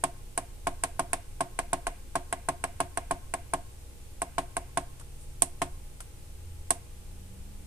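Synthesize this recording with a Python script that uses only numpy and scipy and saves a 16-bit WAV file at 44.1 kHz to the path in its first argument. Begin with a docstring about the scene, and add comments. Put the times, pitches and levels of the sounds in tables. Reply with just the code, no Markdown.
"""A click is heard first: a small push button of a plastic meter case on a bench is let go by a finger.
More presses and releases follow, close to a two-port phone microphone. Each snaps a metal dome: noise bursts
make its crack and rattle, and decaying sine modes make the case ring, with one fixed shape per direction.
A quiet room hums beneath: motor harmonics, a swelling drone, a gliding tone of far traffic, rumble and
microphone hiss, made from slowly wavering sines and filtered noise."""
import sys
import numpy as np
from scipy import signal
from scipy.fft import rfft, irfft, next_fast_len
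from scipy.io import wavfile
from scipy.ndimage import uniform_filter1d

SR = 44100
rng = np.random.default_rng(int(sys.argv[2]) if len(sys.argv) > 2 else 0)


def dump_mix(stems):
    """Bounce the given channels to the path in sys.argv[1] as a 16-bit WAV at rate SR."""
    frames = np.atleast_2d(stems).T  # one column per channel
    limited = np.clip(frames, -1, 1)  # hard clip at full scale
    pcm = np.round(limited * 32767).astype(np.int16)
    wavfile.write(sys.argv[1], SR, pcm)


N = 338202
T = np.arange(N) / SR  # s


def undb(db):
    """Decibel law: level to amplitude ratio."""
    return 10 ** (np.asarray(db) / 20)


def decay(t, t60_s):
    """Exponential damping: the amplitude falls by 60 dB in t60_s."""
    return np.exp(-np.log(1000) * t / t60_s)


def on_log_hz(hz, table):
    """Logarithmic pitch scale: interpolate a (frequency, value) table along it."""
    f, v = np.transpose(table)
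    return np.interp(np.log(hz + 1), np.log(f), v)


def over_time(table):
    """Linear interpolation of a (time, value) table over the whole scene."""
    return np.interp(T, *np.transpose(table))


def colour(x, gain):
    """Linear filtering: multiply the spectrum of each row by a gain."""
    size = next_fast_len(x.shape[-1])
    spectrum = rfft(x, size) * gain(np.fft.rfftfreq(size, 1 / SR))
    return irfft(spectrum, size)[..., :x.shape[-1]]


def unit(x):
    """Root-mean-square normalisation: scale to rms 1."""
    return x / np.sqrt(np.mean(x ** 2))


def walk(rate_hz):
    """Low-pass random fluctuation: held random steps, smoothed twice, with rms 1."""
    k = int(SR / rate_hz)
    steps = np.repeat(rng.standard_normal(N // k + 1), k)
    return unit(uniform_filter1d(uniform_filter1d(steps, k), k)[:N])


def add(out, s, sound):
    """Superposition: sum a sound into the rows of out from time s."""
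    i = int(s * SR)
    out[:, i:i + sound.shape[1]] += sound[:, :N - i]


def band(hz, width_hz, size=N):
    """Resonance curve: noise shaped by one peak, rms 1."""
    return unit(colour(rng.standard_normal(size), lambda f: 1 / (1 + (2 * (f - hz) / width_hz) ** 2)))


def tone(hz, db):
    """Phase is the integral of frequency: a sine of given rms level and random starting phase."""
    phase = 2 * np.pi * np.cumsum(hz + 0 * T) / SR
    return np.sqrt(2) * undb(db) * np.sin(phase + rng.uniform(0, 2 * np.pi))


def ports(x):
    """Port resonance: each microphone opening lifts the treble at its own frequencies."""
    # resonances added to the direct sound, left list then right: f/Hz, width/Hz, level/dB
    port_modes = [
        [(7900, 490, 1.5), (9860, 1270, 17.5)],
        [(8600, 830, 17.5), (9600, 2200, 2.5)],
    ]
    out = x.copy()
    for side, modes in enumerate(port_modes):
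        for hz, width_hz, db in modes:
            resonator = signal.iirpeak(hz, hz / width_hz, fs=SR)
            out[side] += undb(db) * signal.lfilter(*resonator, x[side])
    return out


def hiss():
    """Self-noise: microphone hiss, independent at the two ports and lifted by their resonances."""
    # relative hiss spectrum: f/Hz, level/dB
    hiss_curve = [(300, -16), (1000, -0.5), (2500, 4.5), (4500, -0.5), (6500, -3), (9000, -10),
                  (11500, -10), (14200, -0.5), (14400, -56)]
    hiss_db = -62.5  # rms before the ports
    noise = colour(rng.standard_normal((2, N)), lambda hz: undb(on_log_hz(hz, hiss_curve)))
    return undb(hiss_db) * ports(unit(noise))


def room():
    """Diffuse-field coherence: long rumble waves reach both ports much alike, shorter ones less so."""
    # relative rumble spectrum: f/Hz, level/dB
    room_curve = [(10, -5), (24, -0.5), (33, -2), (42, -21), (60, -15), (72, -16.5), (110, -16.5),
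                  (150, -26.5), (220, -28), (330, -32.5), (480, -31), (700, -36.5), (1500, -46),
                  (3000, -92.5)]
    # likeness of the two ports: f/Hz, left-right correlation
    coherence = [(60, 0.92), (130, 0.89), (290, 0.52), (640, 0), (1400, 0.18)]
    room_db = -44  # rms

    def share(sign):
        def gain(hz):
            alike = np.clip(on_log_hz(hz, coherence), 0, 1)
            return undb(on_log_hz(hz, room_curve)) * np.sqrt(1 + sign * alike)
        return gain
    mid, side = (colour(rng.standard_normal(N), share(sign)) for sign in (1, -1))
    return undb(room_db) * unit(np.array([mid + side, mid - side]))


def motor():
    """Harmonic series: a motor hums at multiples of one frequency, each wavering in level."""
    # harmonics: multiple of the fundamental, mean level/dB
    harmonics = [(1, -52.5), (2, -62), (3, -91), (5, -74), (6, -70), (7, -77.5), (8, -72.5), (9, -80),
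                 (10, -85), (14, -73.5)]
    fundamental_hz, waver_db = 59.44, 0.47  # waver is rms
    return sum(tone(k * fundamental_hz, db + waver_db * walk(5.9)) for k, db in harmonics)


def drone():
    """Frequency modulation: a low tone of wandering pitch swells and sinks."""
    # level of the drone: t/s, level/dB
    drone_level = [(0, -60.5), (1.2, -52), (1.5, -65), (2.7, -50), (4.9, -60), (5.7, -51), (6.04, -62),
                   (6.5, -44), (6.9, -54.5), (7.1, -50), (7.67, -56)]
    drone_hz, wander_hz = 82.4, 1.5  # wander is rms
    return tone(drone_hz + wander_hz * walk(2.7), over_time(drone_level))


def traffic():
    """Random modulation: far traffic, a rough tone gliding upward, with bands of rumble as it goes by."""
    # mean course of the tone: t/s, f/Hz, level/dB
    glide_course = [(2.0, 112, -69), (3.5, 115.5, -69), (5.201, 132, -60), (6.299, 145.1, -67),
                    (7.0, 173.2, -66), (7.3, 193.8, -59.5), (7.67, 197, -62)]
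    # level of the lower rumble band: t/s, level/dB
    rumble_level = [(6.6, -76), (7.0, -78), (7.4, -65), (7.67, -58.5)]
    s, hz, db = np.transpose(glide_course)
    rough_hz = np.interp(T, s, hz) * (1 + 0.01947 * walk(9.8))
    glide = tone(rough_hz, np.interp(T, s, db) + 2.5 * walk(3.3))
    rumble = np.array([band(140, 50) + 0.72 * band(280, 40) for _ in range(2)])
    return glide + undb(over_time(rumble_level)) * rumble


def rub():
    """Friction noise: skin slides over the plate for a moment, a soft hiss under a Gaussian envelope."""
    skin = np.array([band(8000, 7000) for _ in range(2)])
    rub_db, centre_s, width_s = -68, 5.22, 0.033  # level before the ports
    return undb(rub_db) * np.exp(-((T - centre_s) / width_s) ** 2) * ports(skin)


def echoes(body, t60_s=0.53):
    """Reverberation as convolution: dense decaying noise answers the case, different at each port."""
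    # room answer: f/Hz, level/dB
    wall_curve = [(200, -19), (450, -21), (600, -25), (800, -25), (1100, -20), (1400, -19), (2000, -14),
                  (3000, -14)]
    build_up_s = 0.019
    t = T[:SR // 3]
    tail = rng.standard_normal((2, len(t))) * decay(t, t60_s) * (1 - np.exp(-t / build_up_s))
    tail /= np.sqrt(np.sum(tail ** 2, axis=1, keepdims=True))  # unit energy
    answer = signal.fftconvolve(body, tail, axes=1)[:, :N]
    return colour(answer, lambda hz: undb(on_log_hz(hz, wall_curve)))


def snap(rise_s, t60_s, tail_db, tail_t60_s, tilt_db=0):
    """Two-rate decay: a dome's crack and rattle, then bench and walls; unrelated at the two ports."""
    # relative spectrum before the tilt: f/Hz, level/dB
    snap_curve = [(800, 4), (1500, 10.5), (2500, 7), (4000, -0.5), (6000, -5.5), (9000, -9), (12000, -15.5),
                  (14000, -22), (14600, -39), (15600, -42.5)]
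    t = T[:SR // 3]
    fall = decay(t, t60_s) + undb(tail_db) * decay(t, tail_t60_s)

    def gain(hz):
        tilt = tilt_db * np.log2((hz + 1) / 6000)  # tilt_db is per octave
        return undb(on_log_hz(hz, snap_curve) + tilt)
    noise = unit(colour(rng.standard_normal((2, len(t))), gain))
    return noise * fall * (1 - np.exp(-t / rise_s))


def tick(delay_s, hz=8600, width_s=0.00032, edge_db=-14, edge_s=.00004, bounce_s=.0014, bounce_db=-5):
    """Short pulses have broad spectra: the dome flips with a sharp tick, answered by the bench in fading
    bursts, right port first."""
    port_lag_s = 0.000088
    t = T[:SR // 100] - delay_s - np.array([[port_lag_s], [0]])
    edge_gain = undb(edge_db) * width_s / edge_s
    out = 0
    for k in range(4):
        u = t - k * bounce_s
        burst = np.exp(-(u / width_s) ** 2) + edge_gain * np.exp(-(u / edge_s) ** 2)
        carrier = np.cos(2 * np.pi * hz * u + rng.uniform(0, 2 * np.pi))
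        out = out + undb(k * bounce_db) * burst * carrier
    return out


def ring(column):
    """Modal superposition: the case after one sharp push, as rows thump, ring and clack; their sum peaks at 1."""
    # case modes: f/Hz, t60/s, relative swing on release, on press; the sign is the starting direction
    case_modes = [(134.8, 0.218, 0.08, 0.02), (183.2, 0.175, -0.06, -0.04), (271.3, 0.161, -0.14, -0.07),
                  (302.3, 0.169, 0.09, 0.03), (361.7, 0.168, 0.12, 0.06), (406.0, 0.025, -0.09, 0.1),
                  (469.0, 0.087, -0.06, -0.07), (541.0, 0.147, -0.05, -0.04), (580.9, 0.35, 0.02, 0.01),
                  (621.2, 0.082, -0.21, -0.12), (659.0, 0.037, 0.51, 0.33), (671.2, 0.14, -0.34, -0.2),
                  (686.1, 0.129, -0.44, -0.3), (701.5, 0.167, -0.24, -0.16), (717.5, 0.165, -0.16, -0.11),
                  (736.0, 0.037, 0.87, 0.64), (765.7, 0.052, -0.61, -0.43), (817.1, 0.076, 0.11, 0.1),
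                  (871.4, 0.059, -0.35, -0.14), (923.0, 0.276, 0.03, 0.02), (949.0, 0.063, 0.28, 0.17),
                  (1019.6, 0.13, 0.04, 0.05), (1062.4, 0.055, 0.83, 0.44), (1103.1, 0.055, -0.32, -0.2),
                  (1185.5, 0.044, -0.22, -0.14), (1500.9, 0.015, 0.59, 0.48), (1670.5, 0.057, -0.13, -0.15),
                  (2122.5, 0.015, -0.06, -0.23), (2315.9, 0.013, -0.18, -0.21), (2839.7, 0.016, 0.08, 0.18)]
    thump_hz, clack_hz = 450, 1300  # modes below the first thump, modes above the second clack
    t = T[:SR // 3, None]
    hz, t60_s, *_ = mode = np.array(case_modes).T
    y = np.sin(2 * np.pi * hz * t) * decay(t, t60_s) * mode[column]
    group = np.digitize(hz, [thump_hz, clack_hz])
    rows = np.array([y[:, group == k].sum(axis=1) for k in range(3)])
    return rows / np.abs(y.sum(axis=1)).max()


def touches(case, crack):
    """Impulsive contact: a fingertip brushing the face plate adds faint treble noise and a damped knock."""
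    # brushes: t/s, treble level/dB, knock level/dB, both at the start and before decay
    brushes = [(4.997, -54, -54), (5.01, -60, -47.5), (6.004, -46.5, -41.5), (6.016, -68, -62)]
    t = T[:SR // 20]
    for s, treble_db, knock_db in brushes:
        add(crack, s, undb(treble_db) * snap(0.00043, 0.028, -7, 0.12, tilt_db=5.5))
        knock = band(1180, 1100, size=len(t))[None] * np.exp(-t / 0.007)
        add(case[1:2], s, undb(knock_db) * knock)


def domes(case, crack):
    """Snap-through buckling: presses push the case in, releases let it spring out."""
    # dome snaps down: t/s, rattle level/dB, first tick level/dB, treble left minus right/dB
    press = [(0.376, -33, -29.5, 0), (0.836, -29.5, -27, -0.5), (1.131, -29, -27.5, 0.5),
             (1.589, -30.5, -32.5, -2), (1.868, -31, -35, -0.5), (2.326, -31.5, -32, 0),
             (2.639, -31.5, -32.5, -2), (2.973, -33.5, -33, -2.5), (3.338, -34, -33, 1),
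             (4.218, -35.5, -32.5, -1.5), (4.567, -35.5, -33, -0.5), (5.42, -28, -19.5, -4),
             (6.705, -29, -22, -3)]
    # dome springs back: the same columns
    release = [(0.037, -28, -27.5, -4.5), (0.669, -29, -38.5, 0.5), (0.993, -29, -31, 1),
               (1.406, -30, -33.5, -2.5), (1.73, -28.5, -29.5, -3), (2.154, -29, -37, -1),
               (2.486, -29.5, -31.5, 0.5), (2.802, -28, -31, 0.5), (3.109, -30.5, -35.5, 0.5),
               (3.535, -30, -31.5, 0), (4.381, -28, -43, 0), (4.772, -28, -34, -4), (5.617, -26, -50, 0)]
    # base levels of thump, ring and clack, alike each time
    press_case_db, release_case_db = (-18.5, -18.5, -17.5), (-14.5, -15, -15.5)
    # crispness is tick above rattle in dB; each dB tilts the treble (dB per octave) and shifts the case (dB)
    crisp_tilt_db, crisp_case_db = 0.73, np.array((0.48, 0.08, -0.56))
    # the lowest button, worked in this span, sits near a corner and shifts thump, ring and clack
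    corner_s, corner_case_db = (5.2, 6.2), np.array((1, -1, -4.5))
    snap_delay_s = .0005  # the dome cracks just after the case starts to move
    for table, shape, case_db, rise_s in ((press, -ring(column=3), press_case_db, .0005),
                                          (release, ring(column=2), release_case_db, .0012)):
        for s, snap_db, tick_db, pan_db in table:
            crisp = max(tick_db - snap_db, 0)
            corner = corner_s[0] < s < corner_s[1]
            part_db = case_db + crisp * crisp_case_db + corner * corner_case_db
            add(case, s, undb(part_db)[:, None] * shape)
            pan = undb(np.array([[pan_db], [-pan_db]]) / 2)
            rattle = snap(rise_s, 0.041, -15.0, 0.19, crisp_tilt_db * crisp)
            add(crack, s + snap_delay_s, pan * undb(snap_db) * rattle)
            add(crack, s + snap_delay_s, pan * undb(tick_db) * tick(1.6 * rise_s))


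def buttons():
    """Propagation delay: case and dome sounds reach the nearer right port before the left."""
    # left port after right, one entry each for thump, ring and clack: lag/s
    case_lags = [0.00027, 0.00016, .00009]
    case, crack = np.zeros((3, N)), np.zeros((2, N))
    domes(case, crack)
    touches(case, crack)
    left = sum(np.interp(T - lag, T, part) for lag, part in zip(case_lags, case))
    body = np.array([undb(-0.27) * left, case.sum(axis=0)])
    return body + echoes(body) + ports(crack)


def scene():
    """Superposition of the background, the rubbing skin and the buttons."""
    return hiss() + room() + motor() + drone() + traffic() + rub() + buttons()


def record(dry):
    """Band limiting: a steep elliptic low-pass cuts the top, and peaks clip at full scale."""
    top_hz = 15600
    low_pass = signal.ellip(8, .2, 70, top_hz, fs=SR, output="sos")  # ripple and stop band in dB
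    return np.clip(signal.sosfilt(low_pass, dry), -1, 1)


dry = scene()
out = record(dry)
dump_mix(out)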